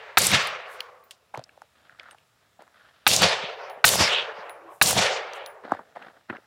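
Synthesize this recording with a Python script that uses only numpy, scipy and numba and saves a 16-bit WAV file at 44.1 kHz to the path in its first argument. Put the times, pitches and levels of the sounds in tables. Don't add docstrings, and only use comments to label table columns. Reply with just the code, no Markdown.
import sys
import numpy as np
from scipy import signal
from scipy.fft import rfft, irfft
from scipy.io import wavfile
from scipy.ndimage import uniform_filter1d
from numba import njit

SR = 44100
rng = np.random.default_rng(int(sys.argv[2]) if len(sys.argv) > 2 else 0)


def dump_mix(stems):
    frames = np.atleast_2d(stems).T
    limited = np.clip(frames, -1, 1)
    pcm = np.round(limited * 32767).astype(np.int16)
    wavfile.write(sys.argv[1], SR, pcm)


def attenuation_scalar(level_db):
    decades = np.asarray(level_db, float) / 20
    return 10 ** decades


N = 284886
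TIME = np.arange(N) / SR
TICKS = np.arange(0, N / SR, 1e-3)

# frequency in Hz, level in dB per Hz.
AIR_SPECTRUM = [(18, -41), (30, -9.5), (103, 4.5), (319, -8.5), (554, -3.5), (844, -5), (1320, -2.5),
                (3670, -10), (14800, -22), (16000, -25)]
ANCHOR_HZ = 650, 1600, 3800, 10500
# frequency in Hz, level in dB per third octave.
LAND_COLOUR = [(300, -43.5), (390, -11), (520, -1), (800, -3), (1200, -6.5), (1800, -7.5), (2600, -4.5),
               (3800, -4), (5500, -3.5), (8000, -3.5), (11000, -9), (15000, -17)]
# arrival in seconds after the shot, rise in seconds, hold in seconds,
# fall in dB/s, extra fall in dB/s per kHz.
REFLECTORS = [
    (.013, 0.0043, 0.063, 87.5, 10),
    (0.116, 0.05, .01, 261.5, 24.5),
    (0.144, 0.052, 0.025, 39, 17.5),
    (0.507, 0.016, .11, 33.5, 36),
]
REFLECTED = [
    (-33.7, -33.5, -27, -25),
    (-26, -21.5, -21, -35),
    (-32.5, -26, -29, -47.5),
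    (-45, -42.5, -66, -98),
]
# shot time in seconds, then dB for bushes, tree line, field, slopes.
AIMS = [
    (-.497, -.1, -.1, -0.5, -1.5),
    (0.1745, 2.45, 3, 1.25, -1.5),
    (3.068, -1.6, -1.7, 0.14, -0.8),
    (3.8443, 0.8, -.6, 2.5, 1),
    (4.816, -0.65, -3.9, 2.24, -0.8),
]
# dB at 650 Hz, dB at 3800 Hz, dB at 10500 Hz.
AIM_COLOUR = [(-8.5, 3.5, 2.9), (-8.5, -3, -3.74), (-0.05, 4, -1), (-2, -1.6, 1.5), (-0.9, 0.2, 1.5)]
# arrival in seconds after the shot, rise in seconds, hold in seconds,
# fall in dB/s, level in dB.
BOOM = [
    (.001, 0.012, .11, 145, -38),
    (0.119, .045, .004, 420, -24.5),
    (0.201, .03, .01, 110.5, -50),
]
BOOM_SHOT_DB = [-.1, .1, .1, -0.13]
# frequency in Hz, level in dB.
BANK_HUMPS = [(68, -19), (92, -9), (134, -6), (189, -5), (270, -11), (370, -12)]
SWELL_S = [.73, 1.13, 2.12, 3.64, 4.025, 4.155, 4.75, 5.36, .75, .7, .05, .42, 4.72, 4.7, 4.7, 5.38, 3.65,
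           5.14, 4.39, 3.44, 4.66, .78]
# half length in seconds, level in dB, frequency in Hz, width in octaves.
SWELLS = [(0.04, -58.5, 9300, 0.81), (.025, -61.5, 4100, 1), (0.01, -59.5, 8800, 0.12),
          (0.05, -57, 4960, 0.29), (0.049, -23.5, 5000, 0.19), (0.065, -24, 3020, 0.37),
          (0.049, -64, 9600, .7), (0.0236, -59, 7700, .9), (0.25, -51.5, 1112, 0.15),
          (0.24, -53, 500, 0.14), (0.06, -51.5, 450, .2), (0.081, -32.5, 1178, 0.22),
          (0.054, -49, 800, 0.82), (0.031, -48.5, 1066, 0.11), (0.048, -63, 2200, 0.65),
          (0.088, -47, 2600, 0.54), (0.037, -60, 2520, 0.11), (0.04, -42, 5600, 0.43),
          (0.041, -58, 4400, 0.42), (0.047, -38.5, 2800, 0.54), (0.069, -56.5, 330, 0.18),
          (0.11, -57.5, 2900, 1)]
# start in seconds, peak in dB, gas jet in dB, pop length in seconds, upper can mode in dB.
SHOTS = [
    (.1725, -.5, -7, .006, -3),
    (3.0667, -.5, -10, .006, 1),
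    (3.8423, -.5, -7, .008, -5),
    (4.8147, -.5, -7, .0055, -6),
]
# frequency in Hz, width in Hz, level in dB.
CAN_MODES = [(326, 970, -2.5), (900, 450, -1.5), (1434, 730, 5), (2250, 660, -2.5), (3550, 720, 2.5)]
# time in seconds, peak in dB, centre in Hz, tick relative to peak in dB.
BOLT = [(0.1825, -2.5, 1396, 0), (0.2185, -5, 6480, -13), (0.2682, -1.5, 8060, -23.5),
        (0.3169, -8.5, 2840, -5.5), (3.0768, -2.5, 2430, 0), (3.105, -9, 3770, -6.5),
        (3.1138, -5.5, 3250, -5), (3.1643, -3, 5690, -3.5), (3.2217, -7, 806, -3), (3.8816, -5.5, 4090, 0),
        (3.8903, -3, 3936, 6.5), (3.9385, -11.5, 1190, -9.5), (3.9569, -7.5, 599.4, 3),
        (4.823, -2.5, 4934, -1), (4.8601, -4.5, 4640, -8.5), (4.8732, -3, 7165, -8),
        (4.9086, -7.5, 1423, 5), (4.9302, -10.5, 637, -0.5), (4.9682, -11, 747, -12.5)]
# start in seconds, frequency in Hz, level in dB, 60 dB decay in seconds.
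PINGS = [(.424, 15000, -52, .25), (.473, 11700, -47, .07), (.473, 8400, -46, .04)]
# time in seconds, peak in dB, tick in Hz, low ring in dB, high ring in dB.
CASES = [(.4727, -26, 9000, -73, -66), (.8062, -20, 3000, -58, -59), (1.0388, -55, 2130, -75, -57),
         (3.6986, -38, 4500, -54, -54), (4.4958, -30, 2300, -45, -54), (5.3348, -30, 5000, -95, -95),
         (5.4617, -26, 4300, -45, -50)]
# frequency in Hz, 60 dB decay in seconds.
BRASS_MODES = [(10480, .17), (10550, .15), (14550, .08), (14950, .19)]
# time in seconds, peak in dB, body in Hz,
# tick relative to peak in dB, thud relative to peak in dB.
RATTLES = [(1.1098, -30.5, 2970, 5, -34), (1.3451, -25, 786, -22, -36), (5.6404, -33, 905, -26, -5),
           (6.2997, -20.5, 1465, -29.5, -3.5), (6.3277, -28.5, 1270, -27, -5)]
# time in seconds, peak in dB, body in Hz, tick relative to peak in dB.
CLIPS = [(1.3482, -26, 1910, -16), (1.3573, -28, 900, -19), (1.4391, -36.5, 5100, -15),
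         (1.4945, -41.5, 1950, -10.5), (1.5779, -40.5, 635, -14), (1.6198, -31.5, 915, -11),
         (1.8968, -37, 1404, -20.5), (1.9979, -28.5, 2600, -32), (2.033, -37.5, 1420, -12),
         (2.058, -45, 1400, -17), (2.0867, -38.5, 1280, -15), (2.111, -37, 2970, 3),
         (2.1472, -42, 823, -12), (2.6224, -38, 697, -10), (2.185, -47.5, 2606, -6.5),
         (2.679, -45, 1300, -12), (5.6971, -38, 840, -15), (5.7506, -27.5, 804, -20),
         (5.9619, -28.5, 900, -18.5), (5.971, -27.5, 770, -34), (6.0253, -37.5, 2610, -13),
         (6.3692, -33.5, 1850, -33)]
# time in seconds, peak in dB, body in Hz,
# tick relative to peak in dB.
BUMPS = [(1.3758, -24, 728, -6), (1.3873, -42, 880, -20), (1.3946, -30, 620, -7.5),
         (1.4162, -45.5, 662, -17), (1.7795, -57.5, 567, -2), (2.1301, -47, 887, -5),
         (2.5939, -42, 617, -21), (3.7773, -37, 644, -28.5), (5.6524, -33.5, 770, -24.5),
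         (5.6783, -34, 670, -31), (5.713, -33, 700, -16), (5.7208, -9, 896, -26), (5.7374, -26, 1310, -20),
         (5.7934, -28.5, 915, -26), (6.3076, -37, 320, -35), (6.3606, -31.5, 1466, -28),
         (6.386, -42, 418, -20)]
# time in seconds, peak in dB, frequency in Hz.
STEPS = [(1.385, -38, 125), (3.44, -37, 180), (4.39, -50, 190), (5.73, -46, 95), (6.31, -41, 130)]
# start in seconds, hold in seconds, level in dB,
# strap relative to cloth in dB, nylon relative to cloth in dB.
RUBS = [(1.334, 0.046, -48.5, -3.5, -10), (1.406, 0.24, -67, -10, -8), (1.75, 0.16, -67, 1.5, -3),
        (1.892, 0.1, -70.5, 6.5, -7), (1.986, 0.13, -61, 7, -5), (2.17, 0.053, -71.5, -2, -2),
        (2.41, 0.052, -72, 0, -12), (2.591, 0.021, -53.5, -0.5, -12), (2.661, 0.048, -67, -1, -14),
        (2.738, .16, -67, 8.5, 0), (2.923, 0.14, -70, 5, 2), (5.631, 0.13, -46, 0, -13.5),
        (5.785, 0.017, -48, -5, -26), (5.82, 0.22, -65, 1, -11), (5.95, 0.13, -50.5, 0.5, -12.5),
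        (6.08, 0.097, -60, -1.5, -14), (6.285, 0.068, -48, -.8, -17.5), (6.38, .08, -65.5, -1, -18)]


@njit
def svf(x, hz, width):
    y, b, l = np.empty(len(x)), 0., 0.
    g, k = np.tan(np.pi * hz / SR), width / hz
    for i in range(len(x)):
        v = (b + g * (x[i] - l)) / (1 + g * (g + k))
        b, l, y[i] = 2 * v - b, l + 2 * g * v, k * v
    return y


def resonate(x, hz, width):
    return svf(svf(x, hz, width), hz, 2 * width)


def unit(x):
    return x / np.sqrt(np.mean(x ** 2))


def hiss(hz, octaves):
    f = np.fft.rfftfreq(N, 1 / SR) + 1
    bell = np.exp(-(np.log2(f / hz) / octaves) ** 2)
    return unit(irfft(rfft(rng.standard_normal(N)) * bell, N))


def walk(rate):
    k = int(SR / rate)
    held = np.repeat(rng.standard_normal(N // k + 1), k)
    return unit(uniform_filter1d(held, k)[:N])


def colour(table, hz):
    table_hz, table_db = np.transpose(table)
    return np.interp(np.log(hz), np.log(table_hz), table_db)


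def swell(start, rise, hold, fall):
    t = TICKS - start
    climb = 21.5 * np.minimum(t / rise - 1, 0)
    return np.where(t < 0, -200, np.minimum(climb, fall * (rise + hold - t)))


def summed(dbs):
    return np.interp(TIME, TICKS, np.sqrt(sum(attenuation_scalar(db) ** 2 for db in dbs)))


def add(out, s, x, db, at_peak=False):
    i = int(s * SR) - at_peak * np.argmax(np.abs(x))
    out[i:i + len(x)] += (x * attenuation_scalar(db) / np.abs(x).max())[:N - i]


def knock(hz, t60, tick_db, thud_db, width=.55, tick_hz=3500.):
    t = np.arange(4000) / SR
    grit = rng.standard_normal(len(t)) * np.minimum(t * hz, 1)
    push = grit * 1000. ** (-t / max(0.81 * t60, .003))
    push[int(SR / hz)] += 3
    out = 0
    for db, f, w in ((0, 1. * hz, width * hz), (tick_db, tick_hz, 2.5 * tick_hz), (thud_db, 300., 220.)):
        part = svf(resonate(push, f, w), f, 2 * w)
        out = out + attenuation_scalar(db) * part / np.abs(part).max()
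    return out


def air():
    out = 0
    for hz in 40 * 2 ** np.arange(0, 9, .5):
        db = colour(AIR_SPECTRUM, hz) + 10 * np.log10(hz)
        out = out + attenuation_scalar(db + 0.92 * walk(6)) * hiss(hz, 0.33)
    return unit(out) * attenuation_scalar(-67)


def echo_levels(hz):
    curves = []
    beyond = max(hz / ANCHOR_HZ[3] - 1, 0) * .8
    for (s, *aim_dbs), (low_db, high_db, top_db) in zip(AIMS, AIM_COLOUR):
        aim_colour_db = np.interp(hz, ANCHOR_HZ, (low_db, 0, high_db, top_db))
        for (late, rise, hold, fall, more), back, aim_db in zip(REFLECTORS, REFLECTED, aim_dbs):
            back_db = np.interp(hz, ANCHOR_HZ, back) + beyond * min(back[3] - back[2] + 3, 0)
            curve = swell(s + late, rise, hold, fall + more * hz / 1000)
            curves.append(curve + aim_db + back_db + aim_colour_db)
    return curves


def scatter():
    out, shared = 0, walk(70)
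    for hz in 280 * 2 ** np.arange(0, 6, 1 / 3):
        patchy_db = colour(LAND_COLOUR, hz) + 1.1 * shared + 1.5 * walk(35)
        out = out + summed(echo_levels(hz)) * attenuation_scalar(patchy_db) * hiss(hz, 0.25)
    return out


def bass_boom():
    curves = []
    for (s, *_), shot_db in zip(SHOTS, BOOM_SHOT_DB):
        for late, rise, hold, fall, db in BOOM:
            curves.append(swell(s + late, rise, hold, fall) + db + shot_db)
    boom = summed(curves)
    return sum(boom * attenuation_scalar(db + 0.43 * walk(33)) * hiss(hz, 0.26) for hz, db in BANK_HUMPS)


def swishes():
    out = 0
    for s, (half, db, hz, octaves) in zip(SWELL_S, SWELLS):
        out = out + attenuation_scalar(db) * np.exp(-((TIME - s) / half) ** 2) * hiss(hz, octaves)
    return out


def can_pop(pop_s, upper_db):
    chance, slams = rng.standard_normal((16, 2)), np.zeros(3000)
    when = .0009 * np.cumsum(np.exp(.4 * chance[:, 0]))
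    when -= when[0]
    slams[(when * SR).astype(int) + 40] = -attenuation_scalar(3 * chance[:, 1]) / (1 + (when / pop_s) ** 4)
    slams[[8, 40]] = -.08, -1.5
    modes = [attenuation_scalar(db) * resonate(slams, 1. * hz, 1. * width) / width for hz, width, db in CAN_MODES]
    pop = sum(modes[:-1]) + attenuation_scalar(upper_db) * modes[-1]
    return np.tanh(1.5 * pop / np.abs(pop).max())


def gas_jet():
    t = np.arange(3000) / SR
    late = (t - 0.0073) / 0.011
    noise = svf(rng.standard_normal(len(t)), 9500., 14000.)
    return noise * (np.clip(late * 8, 0, 1) + 0.087) / (1 + late ** 6)


def rifle():
    out = np.zeros(N)
    for s, db, jet_db, pop_s, upper_db in SHOTS:
        add(out, s - .0011, can_pop(pop_s, upper_db), db)
        add(out, s, gas_jet(), jet_db + .1)
    for s, db, hz, tick_db in BOLT:
        clack = knock(hz, 0.021, tick_db - 1.5, -26.5, width=.8, tick_hz=8040.)
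        add(out, s, clack, db - 3, at_peak=True)
    return out


def brass_ring(hz, t60):
    t = np.arange(12000) / SR
    return np.sin(2 * np.pi * hz * t) * 1000. ** (-t / t60)


def cases():
    out = np.zeros(N)
    for s, db, hz, low_db, high_db in CASES:
        add(out, s, knock(hz, .012, -7, -40, width=.8, tick_hz=8000.), db, at_peak=True)
        detune = 1 + 0.0026 * rng.standard_normal(4)
        rings = [brass_ring(mode_hz * k, t60) for (mode_hz, t60), k in zip(BRASS_MODES, detune)]
        add(out, s, rings[0] + 0.61 * rings[1], low_db)
        add(out, s, .6 * rings[2] + rings[3], high_db)
    for s, hz, db, t60 in PINGS:
        add(out, s, brass_ring(hz, t60), db)
    return out * attenuation_scalar(1.2 * walk(60))


def gear_knocks():
    out = np.zeros(N)
    # thud in dB (rattles have theirs), decay in seconds, tick in Hz
    knocks = [(*row, 0.048, 3000.) for row in RATTLES]
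    knocks += [(*row, -29, 0.0158, 3500.) for row in CLIPS]
    knocks += [(*row, -13, 0.018, 2300.) for row in BUMPS]
    for s, db, hz, tick_db, thud_db, t60, tick_hz in knocks:
        hit = knock(hz, t60, tick_db, thud_db, tick_hz=max(tick_hz, 1.3 * hz))
        add(out, s, hit, db, at_peak=True)
    for s, db, hz in STEPS:
        add(out, s, knock(hz, 0.055, -60, -60), db, at_peak=True)
    return out


def cloth_rubs():
    rubs = [swell(s, 0.0061, hold, 422.5) + db for s, hold, db, *_ in RUBS]
    strap = summed(rub + row[3] for rub, row in zip(rubs, RUBS))
    nylon = summed(rub + row[4] for rub, row in zip(rubs, RUBS))
    friction = summed(rubs) * (hiss(650, .6) + attenuation_scalar(-10) * hiss(250, .8))
    friction = friction + strap * hiss(1450, .5) + nylon * attenuation_scalar(1) * hiss(3000, .65)
    return attenuation_scalar(3.14 * walk(250) - 2) * friction


def scene():
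    land = scatter() + bass_boom() + swishes()
    gear = gear_knocks() + cloth_rubs()
    return (air() + land + rifle() + cases() + gear)[None]


def top_cut(x):
    return signal.sosfilt(signal.butter(12, 16850, fs=SR, output="sos"), x)


def record(dry):
    band = signal.sosfilt(signal.butter(4, 56, "high", fs=SR, output="sos"), dry)
    band = signal.sosfilt(signal.ellip(6, .3, 50, 15700, fs=SR, output="sos"), band)
    rounded = np.tanh(.6 * band) / .55
    return top_cut(rounded)


dry = scene()
out = record(dry)
dump_mix(out)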